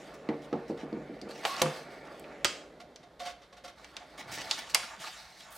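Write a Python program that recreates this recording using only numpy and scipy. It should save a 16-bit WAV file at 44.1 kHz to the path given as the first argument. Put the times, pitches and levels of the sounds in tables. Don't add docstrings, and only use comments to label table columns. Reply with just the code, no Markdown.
import sys
import numpy as np
from scipy import signal
from scipy.fft import rfft, irfft, next_fast_len
from scipy.io import wavfile

SR = 44100
rng = np.random.default_rng(int(sys.argv[2]) if len(sys.argv) > 2 else 0)


def wav_record(signal):
    frames = np.transpose(np.atleast_2d(signal))
    bounded = np.clip(frames, -1, 1)
    quanta = np.round(bounded * 32767).astype(np.int16)
    wavfile.write(sys.argv[1], SR, quanta)


N = 245637
T = np.arange(N) / SR
BLOW_T = T[:SR // 2]

# pitch in Hz, level in dB.
AIR_COLOUR = [(20, -19.5), (58, 7), (99, -7.5), (185, -1), (427, -25), (714, -8), (1020, -7.5),
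              (2110, -11.5), (2610, -22.5), (3620, -15), (6210, -26.5), (14000, -37), (16000, -71.5)]
# time in seconds, level in dB.
SLEEVE_LEVELS = [(0, -50), (.87, -50), (1.9, -49.5), (2.45, -49), (2.98, -58), (3.5, -63.5), (4.03, -60.5),
                 (4.4, -53.5), (5.2, -69), (5.57, -62.5)]
# time in seconds, level in dB.
DRAG_LEVELS = [(4.1, -91), (4.19, -71), (4.24, -58), (4.33, -53), (4.42, -53), (4.5, -66), (4.56, -72),
               (4.8, -64), (4.95, -100)]
# pitch in Hz, level in dB.
SLEEVE_COLOUR = [(65, -36.5), (110, -44), (140, -4.5), (198, -6.5), (297, -0.5), (327, -2.5), (485, -1.5),
                 (594, 1), (770, -6), (873, -12), (1100, -30.5), (1430, -31.5), (2420, -63.5)]
ECHO_COLOUR = [(100, 22), (700, 2.5), (3000, 0.5), (6000, -2.5), (10000, -5), (16000, -14.5)]
SIDE_ECHO_COLOUR = [(130, -49.5), (250, -58), (500, -24), (1000, -13), (4000, -11), (12000, -13)]
HISS_COLOUR = [(900, -18.5), (1800, -2.5), (2600, 1.5), (4300, 4), (7500, -4), (10500, -11.5),
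               (15500, -21.5)]
BODY_COLOUR = [(580, -11), (700, 3), (870, -4), (1020, -3), (1350, -3.5), (1700, -5.5), (2200, -6),
               (3200, -18)]
DRAG_COLOUR = [(30, -2.5), (60, -2.5), (130, 5.5), (240, 0), (450, -5.5), (800, -20)]
SCRAPE_COLOUR = [(150, -27), (230, -9.5), (400, -16.5), (612, -11.5), (709, -5), (1100, -13), (1700, -10.5),
                 (4600, -16), (8580, -28), (16000, -44.5)]
# pitch in Hz, seconds to fade by 60 dB.
ECHO_FADES = [(200, 0.25), (2000, 0.45), (6000, 0.4), (14000, 0.36)]
# start in seconds, length in seconds, hiss in dB, hollow body in dB.
SLIDES = [(-.03, 0.11, -52, -53), (1.379, 0.099, -49.5, -46.5), (1.423, 0.18, -40, -37.5),
          (1.633, 0.14, -43, -44), (1.884, 0.081, -55.5, -50), (2.086, 0.094, -55, -56),
          (3.751, 0.96, -58.5, -53), (4.264, 0.41, -44, -43.5), (4.488, 0.047, -34, -45),
          (4.745, 0.19, -47.5, -43.5), (4.976, 0.21, -43, -48.5), (5.187, 0.16, -53.5, -54.5),
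          (5.348, 0.28, -50.5, -51.5)]
# start in seconds, length in seconds, level in dB, brightness in dB per octave.
SCRAPES = [(0.138, 0.0061, -50, 6.5), (0.412, 0.041, -55.5, 2), (0.677, 0.03, -56.5, 3.5),
           (0.772, 0.058, -48, -0.5), (1.286, 0.11, -50.5, 3), (1.43, 0.013, -37.5, -2.5),
           (1.448, 0.039, -42, 9.5), (1.575, 0.032, -39, 2.5), (2.049, 0.028, -49.5, -1),
           (4.175, 0.04, -40, 1.5), (4.313, 0.045, -39.5, 8), (4.369, 0.03, -41, 1),
           (4.407, 0.012, -37.5, 3.5), (4.572, 0.019, -37.5, 3), (4.694, 0.013, -42.5, 5.5),
           (4.738, 0.0046, -31, -0.5), (4.826, 0.014, -39, -0.5), (4.995, 0.051, -46.5, 3),
           (5.054, 0.028, -43, 0.5), (5.501, 0.077, -52, 15)]
# start in seconds, length in seconds, first and last pitch in Hz, level in dB.
JUDDERS = [(1.427, 0.09, 1130, 1070, -40), (1.459, 0.031, 369, 650, -38.5), (1.484, 0.07, 1028, 1150, -40),
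           (4.173, 0.0265, 308, 186, -46), (4.976, 0.043, 243, 117, -49)]
# start in seconds, length in seconds, level in dB, extra level of its tone in dB.
SQUEAKS = [(2.797, 0.0086, -47.5, 7), (3.025, 0.0097, -53.5, 7), (3.193, 0.047, -43, 8.5),
           (3.248, 0.062, -43.5, 8), (3.413, 0.027, -53, -9.5), (3.524, 0.0055, -48.5, 0.5),
           (3.565, 0.01, -50, -2), (3.636, 0.016, -43, 4), (3.674, 0.0066, -44, -8),
           (3.995, 0.011, -55, 14)]
# pitch in Hz, width in Hz, level in dB.
WALL_TONES = [(555, 22, 10), (1130, 64, 4.5), (1404, 120, -1), (2060, 150, -5), (2660, 115, -13),
              (3110, 180, -7), (3650, 60, -0.5), (4130, 68, -4), (4600, 150, -8), (5240, 190, -12),
              (5800, 180, -10)]
# pitch in Hz, level in dB, seconds to fade by 60 dB.
HARD_TONES = [(371, -9, 0.14), (577, -5.5, 0.5), (1238, 0, 0.11), (2290, -10.5, 0.22), (2600, -8.5, .1),
              (3282, 10.5, 0.03), (5000, 3, 0.1), (7220, 6, 0.021), (13900, 10, 0.0038)]
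SHELL_TONES = [(150, -6, 0.46), (197, -15, 0.22), (226.7, -5.5, 0.28), (287, -15.5, 0.73), (326, -8.5, .15),
               (372, -3.5, 0.41), (465.2, 3, 0.43), (503, -10.5, 0.17), (616, -32, 0.14), (670, 1, 0.084),
               (800, -17, 0.12)]
LANDING_TONES = [(221, -5, 0.2), (312, -8.5, 0.15), (367, 5, 0.13), (518, 6, 0.34), (696, 4, 0.23),
                 (757, -17, 0.15), (864, -2.5, 0.11), (970, -1, 0.18), (1035, -0.5, .16), (1180, 0.5, 0.12),
                 (1220, -8, 0.1)]
# start in seconds,
# level in dB, low and high cutoff in Hz, ringing pitch in Hz, ringing level in dB.
FOAM_CLICKS = [(0.2893, -23, 1200, 4350, 2000, 3), (0.5287, -24, 1200, 4400, 1310, 4),
               (0.6992, -46, 700, 2200, 1110, 0), (0.928, -39.5, 2000, 4200, 4300, 3),
               (1.2151, -28.5, 1200, 7500, 4700, 3.5), (1.4519, -6, 323, 4100, 770, -3),
               (1.565, -22.5, 2500, 7200, 4500, 2), (1.617, -6, 300, 5500, 980, -3),
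               (1.6193, -5.5, 892, 10700, 3840, -41.5), (1.658, -16, 700, 3430, 1170, -3),
               (2.1962, -37, 3970, 13900, 7950, -4.5), (2.242, -32, 900, 3500, 2600, 1),
               (2.96, -30.5, 4000, 4800, 5870, -6), (3.845, -29, 890, 5660, 4270, -36),
               (3.967, -20.5, 870, 5700, 3650, -13), (4.5111, -7.5, 2030, 7000, 3710, 0.5),
               (4.5125, -11, 3000, 5970, 4770, 21), (4.7464, -0.5, 9000, 9700, 5000, -6.5),
               (4.7478, -5, 1220, 4600, 2150, -8), (4.7495, -9, 700, 4030, 970, -6),
               (5.041, -23.5, 910, 1620, 1240, 3), (5.4056, -32, 1500, 8100, 3350, 1)]
# start in seconds, level in dB, treble cutoff in Hz.
KNOCKS = [(0.2895, -5, 780), (0.5275, -7, 725), (0.551, -12.5, 637), (0.6984, -8, 563), (0.832, -12, 400),
          (0.9272, -11, 382), (0.97, -16, 260), (1.097, -16.5, 320), (1.222, -18.5, 238), (1.258, -18, 400),
          (1.295, -24.5, 1400), (1.617, -19, 2530), (1.657, -13.5, 1520)]


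def amp(db):
    return 10 ** (np.asarray(db) / 20)


def unit(x):
    return x * np.sqrt(SR / 10 ** 4 / np.sum(x ** 2))


def steady(x):
    return x / np.std(x)


def along(points, hz):
    pitches, values = np.transpose(points)
    return np.interp(np.log(hz + 1), np.log(pitches), values)


def colour(x, points, tilt_db=0):
    size = next_fast_len(len(x) + 2048)
    hz = np.fft.rfftfreq(size, 1 / SR) + 1
    ends = np.minimum(hz / points[0][0], 1) ** 2 * np.minimum(points[-1][0] / hz, 1) ** 3
    gain = amp(along(points, hz) + tilt_db * np.log2(hz))
    return irfft(rfft(x, size) * ends * gain, size)[:len(x)]


def keep_band(x, hz, kind, order=2):
    sections = signal.butter(order, min(hz, .45 * SR), kind, fs=SR, output="sos")
    return signal.sosfilt(sections, x + 1e-18)


def resonate(x, hz, width):
    return signal.lfilter(*signal.iirpeak(hz, hz / width, fs=SR), x + 1e-18)


def ring(tones, detune_share=0.0046, uneven_db=1.0):
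    chance = rng.standard_normal((len(tones), 3)) * [1, detune_share, uneven_db]
    out = np.zeros(len(BLOW_T))
    for (hz, db, fade_s), (sign, detune, share_db) in zip(tones, chance):
        fade = amp(db + share_db - 60 * BLOW_T / fade_s)
        out += np.sign(sign) * fade * np.sin(2 * np.pi * hz * (1 + detune) * BLOW_T)
    return unit(out)


def add(track, start, x):
    i = max(int(start * SR), 0)
    track[i:i + len(x)] += x[:N - i]


def curve(rows):
    return amp(np.interp(T, *np.transpose(rows)))


def wander(rate):
    return np.interp(T * rate, np.arange(N), rng.standard_normal(N))


def stroke(start, length, rise_s, fall_s):
    return np.clip((T - start) / rise_s, 0, 1) * np.exp(-np.maximum(T - start - length, 0) / fall_s)


def friction(per_second, spread_db, uneven_db):
    slips = (rng.random(N) < per_second / SR) * rng.standard_normal(N)
    size_db = spread_db * np.minimum(rng.exponential(size=N), 4)
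    return steady(slips * amp(size_db + uneven_db * wander(70)))


def background(air_db=-63):
    sleeve = steady(colour(friction(6000, 0.47, 0.4), SLEEVE_COLOUR)) * curve(SLEEVE_LEVELS)
    return sleeve + amp(air_db) * steady(colour(rng.standard_normal(N), AIR_COLOUR))


def workshop_echo(x, early_db=-5, late_db=-6.0, early_s=0.005, build_s=0.0037):
    hz, seconds, bands = signal.stft(rng.standard_normal(len(BLOW_T)), SR)
    fade = amp(-60 * seconds / along(ECHO_FADES, hz)[:, None])
    late = signal.istft(bands * fade, SR)[1][:len(BLOW_T)]
    early = rng.standard_normal(len(BLOW_T)) * np.exp(-BLOW_T / early_s)
    arrive = np.minimum(BLOW_T / build_s, 1) ** 2
    echo = sum(amp(db) * part * arrive / np.linalg.norm(part * arrive)
               for part, db in ((early, early_db), (late, late_db)))
    return signal.fftconvolve(x, colour(echo, ECHO_COLOUR))[:N]


def side_echo(x, fade_s=0.013):
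    scatter = rng.standard_normal(len(BLOW_T)) * np.exp(-BLOW_T / fade_s)
    return colour(signal.fftconvolve(x, scatter / np.linalg.norm(scatter))[:N], SIDE_ECHO_COLOUR)


def foam_wall(x, ring_db=-5, ring_s=0.00092):
    responses = rng.standard_normal((2, len(BLOW_T))) * np.exp(-BLOW_T / ring_s)
    here, there = (steady(signal.fftconvolve(x, response)[:N]) for response in responses)
    place = np.pi * wander(5)
    return x + amp(ring_db) * (np.cos(place) * here + np.sin(place) * there)


def sliding(arm_hiss_db=-62, arm_body_db=-50, sag_db_per_s=2):
    arm = (curve(SLEEVE_LEVELS) / curve(SLEEVE_LEVELS).max()) ** 2.2
    hiss_power, body_power = (amp(arm_hiss_db) * arm) ** 2, (amp(arm_body_db) * arm) ** 2
    for start, length, hiss_db, body_db in SLIDES:
        sag = amp(-sag_db_per_s * np.clip(T - start, 0, length))
        press = stroke(start, length, rise_s=0.032, fall_s=0.05) * sag
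        hiss_power += (amp(hiss_db) * press) ** 2
        body_power += (amp(body_db) * press) ** 2
    return np.sqrt(hiss_power), np.sqrt(body_power)


def rubbing(hiss_db=-4, body_db=-2, catch_db=-13):
    hiss_gain, body_gain = sliding()
    hiss = steady(colour(foam_wall(friction(20000, 1.6, 1.2)), HISS_COLOUR))
    hiss += amp(catch_db) * steady(colour(friction(110, 1.5, 1), HISS_COLOUR))
    body = steady(colour(foam_wall(friction(8000, 1.6, 1.2)), BODY_COLOUR))
    drag = steady(colour(friction(990, 0.69, 0.91), DRAG_COLOUR)) * curve(DRAG_LEVELS)
    return amp(hiss_db) * hiss * hiss_gain + amp(body_db) * body * body_gain + drag


def scrapes(uneven_db=1.5):
    slips = foam_wall(friction(5000, 1.5, 2.2)) * amp(uneven_db * wander(110))
    out = np.zeros(N)
    for start, length, db, tilt_db in SCRAPES:
        press = stroke(start, length, rise_s=0.0052, fall_s=0.013)
        out += amp(db) * press * steady(colour(slips, SCRAPE_COLOUR, tilt_db))
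    return out


def judders(rough_db=5.0, waver_share=0.022, overtone_db=-13):
    out = np.zeros(N)
    waver = 1 + waver_share * wander(150)
    rough = amp(rough_db * wander(200))
    for start, length, first_hz, last_hz, db in JUDDERS:
        now = (T >= start) & (T < start + length)
        progress = (T[now] - start) / length
        hz = (first_hz + (last_hz - first_hz) * progress) * waver[now]
        phase = 2 * np.pi * np.cumsum(hz) / SR
        tone = np.sin(phase) + amp(overtone_db) * np.sin(2 * phase)
        out[now] += amp(db) * rough[now] * np.sin(np.pi * progress) * tone
    return out


def squeaks(sing_hz=711.5, lag_s=0.0078, rise_s=0.008, fall_s=0.019, sag_db_per_s=130,
            firm_hz=14000, firm_db=-43):
    phase = 2 * np.pi * sing_hz * T + .5 * wander(75)
    sing = np.sqrt(2) * np.sin(phase) * amp(1.2 * wander(220))
    slips = friction(12000, 1., 1.3) * amp(5 * np.sin(phase))
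    wall = steady(sum(amp(db) * resonate(slips, hz, width) for hz, width, db in WALL_TONES))
    rasp = amp(-4) * steady(colour(slips, SCRAPE_COLOUR, tilt_db=2.7)) + amp(-5) * wall
    out = np.zeros(N)
    for start, length, db, tone_db in SQUEAKS:
        sag_db = sag_db_per_s * np.clip(T - start - rise_s, 0, length)
        sing_gain = stroke(start + lag_s, length - lag_s, rise_s, fall_s) * amp(tone_db - sag_db)
        rub = keep_band(rasp, firm_hz * 2 ** ((db - firm_db) / 9), "low", order=1)
        out += amp(db) * (stroke(start, length, rise_s, fall_s) * rub + sing_gain * sing)
    return out


def contact(low_hz, high_hz, chatter_ms, ring_hz, ring_db, crack_db=-11):
    crack = unit(1. * (BLOW_T == 0))
    chatter = unit(rng.uniform(-1, 1, len(BLOW_T)) * np.exp(-BLOW_T * 1000 / chatter_ms))
    sounds = []
    for force in (chatter - amp(crack_db) * crack, crack):
        blow = keep_band(force, low_hz, "high", order=1)
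        blow = keep_band(blow, 410, "high")
        blow = keep_band(blow, high_hz, "low", order=3)
        ringing = unit(resonate(blow, ring_hz, width=ring_hz / 9))
        sounds.append(unit(unit(blow) + amp(ring_db) * ringing))
    return sounds


def clack(start=2.446, first_db=-5, second_db=-7, ring_db=-7.5, room_db=-2.0):
    out, to_room = np.zeros(N), np.zeros(N)
    first, spread = contact(low_hz=1087, high_hz=6800, chatter_ms=1.8, ring_hz=7740, ring_db=-11.0)
    second, _ = contact(low_hz=700, high_hz=5500, chatter_ms=14, ring_hz=4800, ring_db=-3.0)
    ringing = amp(ring_db) * ring(HARD_TONES)
    add(out, start, amp(first_db) * first + ringing)
    add(out, start + 0.0026, amp(second_db) * second)
    add(to_room, start + 0.0016, amp(room_db) * (spread + ringing))
    return out, to_room


def foam_clicks(chatter_ms=2.4, room_db=-2):
    out, to_room = np.zeros(N), np.zeros(N)
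    for start, db, low_hz, high_hz, ring_hz, ring_db in FOAM_CLICKS:
        direct, spread = contact(low_hz, high_hz, chatter_ms, ring_hz, ring_db)
        add(out, start, amp(db) * direct)
        add(to_room, start + 0.002, amp(db + room_db) * spread)
    return out, to_room


def landing(start=1.617, ring_db=-1.5, hollow_db=-5.0, hollow_hz=152, swell_s=.06, fade_s=.125):
    out = np.zeros(N)
    swell = (1 - np.exp(-BLOW_T / swell_s)) ** 3
    hollow = np.sin(2 * np.pi * hollow_hz * BLOW_T) * swell * amp(-60 * BLOW_T / fade_s)
    ringing = keep_band(ring(LANDING_TONES), 80, "high")
    add(out, start, amp(ring_db) * ringing + amp(hollow_db) * unit(hollow))
    return out


def knocks(thud_db=-4.0, thud_hz=350, thud_s=0.0025, rebound_db=-6, rebound_s=0.012,
           rattle_db=-4, rattle_s=0.28, shell_db=-1):
    out = np.zeros(N)
    push = np.sin(2 * np.pi * thud_hz * BLOW_T) * np.exp(-BLOW_T / thud_s)
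    for start, db, bright_hz in KNOCKS:
        thud = unit(keep_band(push, bright_hz, "low", order=1))
        rattle = rng.standard_normal(len(BLOW_T)) * amp(-60 * BLOW_T / rattle_s)
        rattle = keep_band(rattle, 160, "high", order=4)
        rattle = unit(keep_band(rattle, bright_hz, "low", order=3))
        shell = ring(SHELL_TONES, detune_share=.018, uneven_db=2.2)
        shell = keep_band(shell, bright_hz, "low", order=1)
        add(out, start, amp(db) * (amp(thud_db) * thud + amp(rattle_db) * rattle + amp(shell_db) * shell))
        add(out, start + rebound_s * rng.uniform(.7, 1.3), amp(db + thud_db + rebound_db) * thud)
    return keep_band(out, 111, "high", order=6)


def scene(slide_db=-3.0, squeak_db=-3.5, balance_db=-0.98, clack_pan_db=-3.0):
    clicks, clicks_to_room = foam_clicks()
    hit, hit_to_room = clack()
    bumps = knocks() + landing()
    slides = amp(slide_db) * (scrapes() + rubbing() + judders())
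    grip = amp(squeak_db) * squeaks()
    to_room = clicks_to_room + hit_to_room + amp(-16) * bumps
    to_room += amp(-4) * (keep_band(slides, 480, "high") + grip)
    middle = clicks + bumps + slides + grip + workshop_echo(to_room) + background()
    left_right = np.array([[1], [-1]])
    stereo = middle * amp(left_right * balance_db / 2) + hit * amp(left_right * clack_pan_db / 2)
    return stereo + left_right * side_echo(middle + hit)


def record(dry):
    return signal.sosfilt(signal.ellip(10, .2, 70, 15900, fs=SR, output="sos"), dry)


dry = scene()
out = record(dry)
wav_record(out)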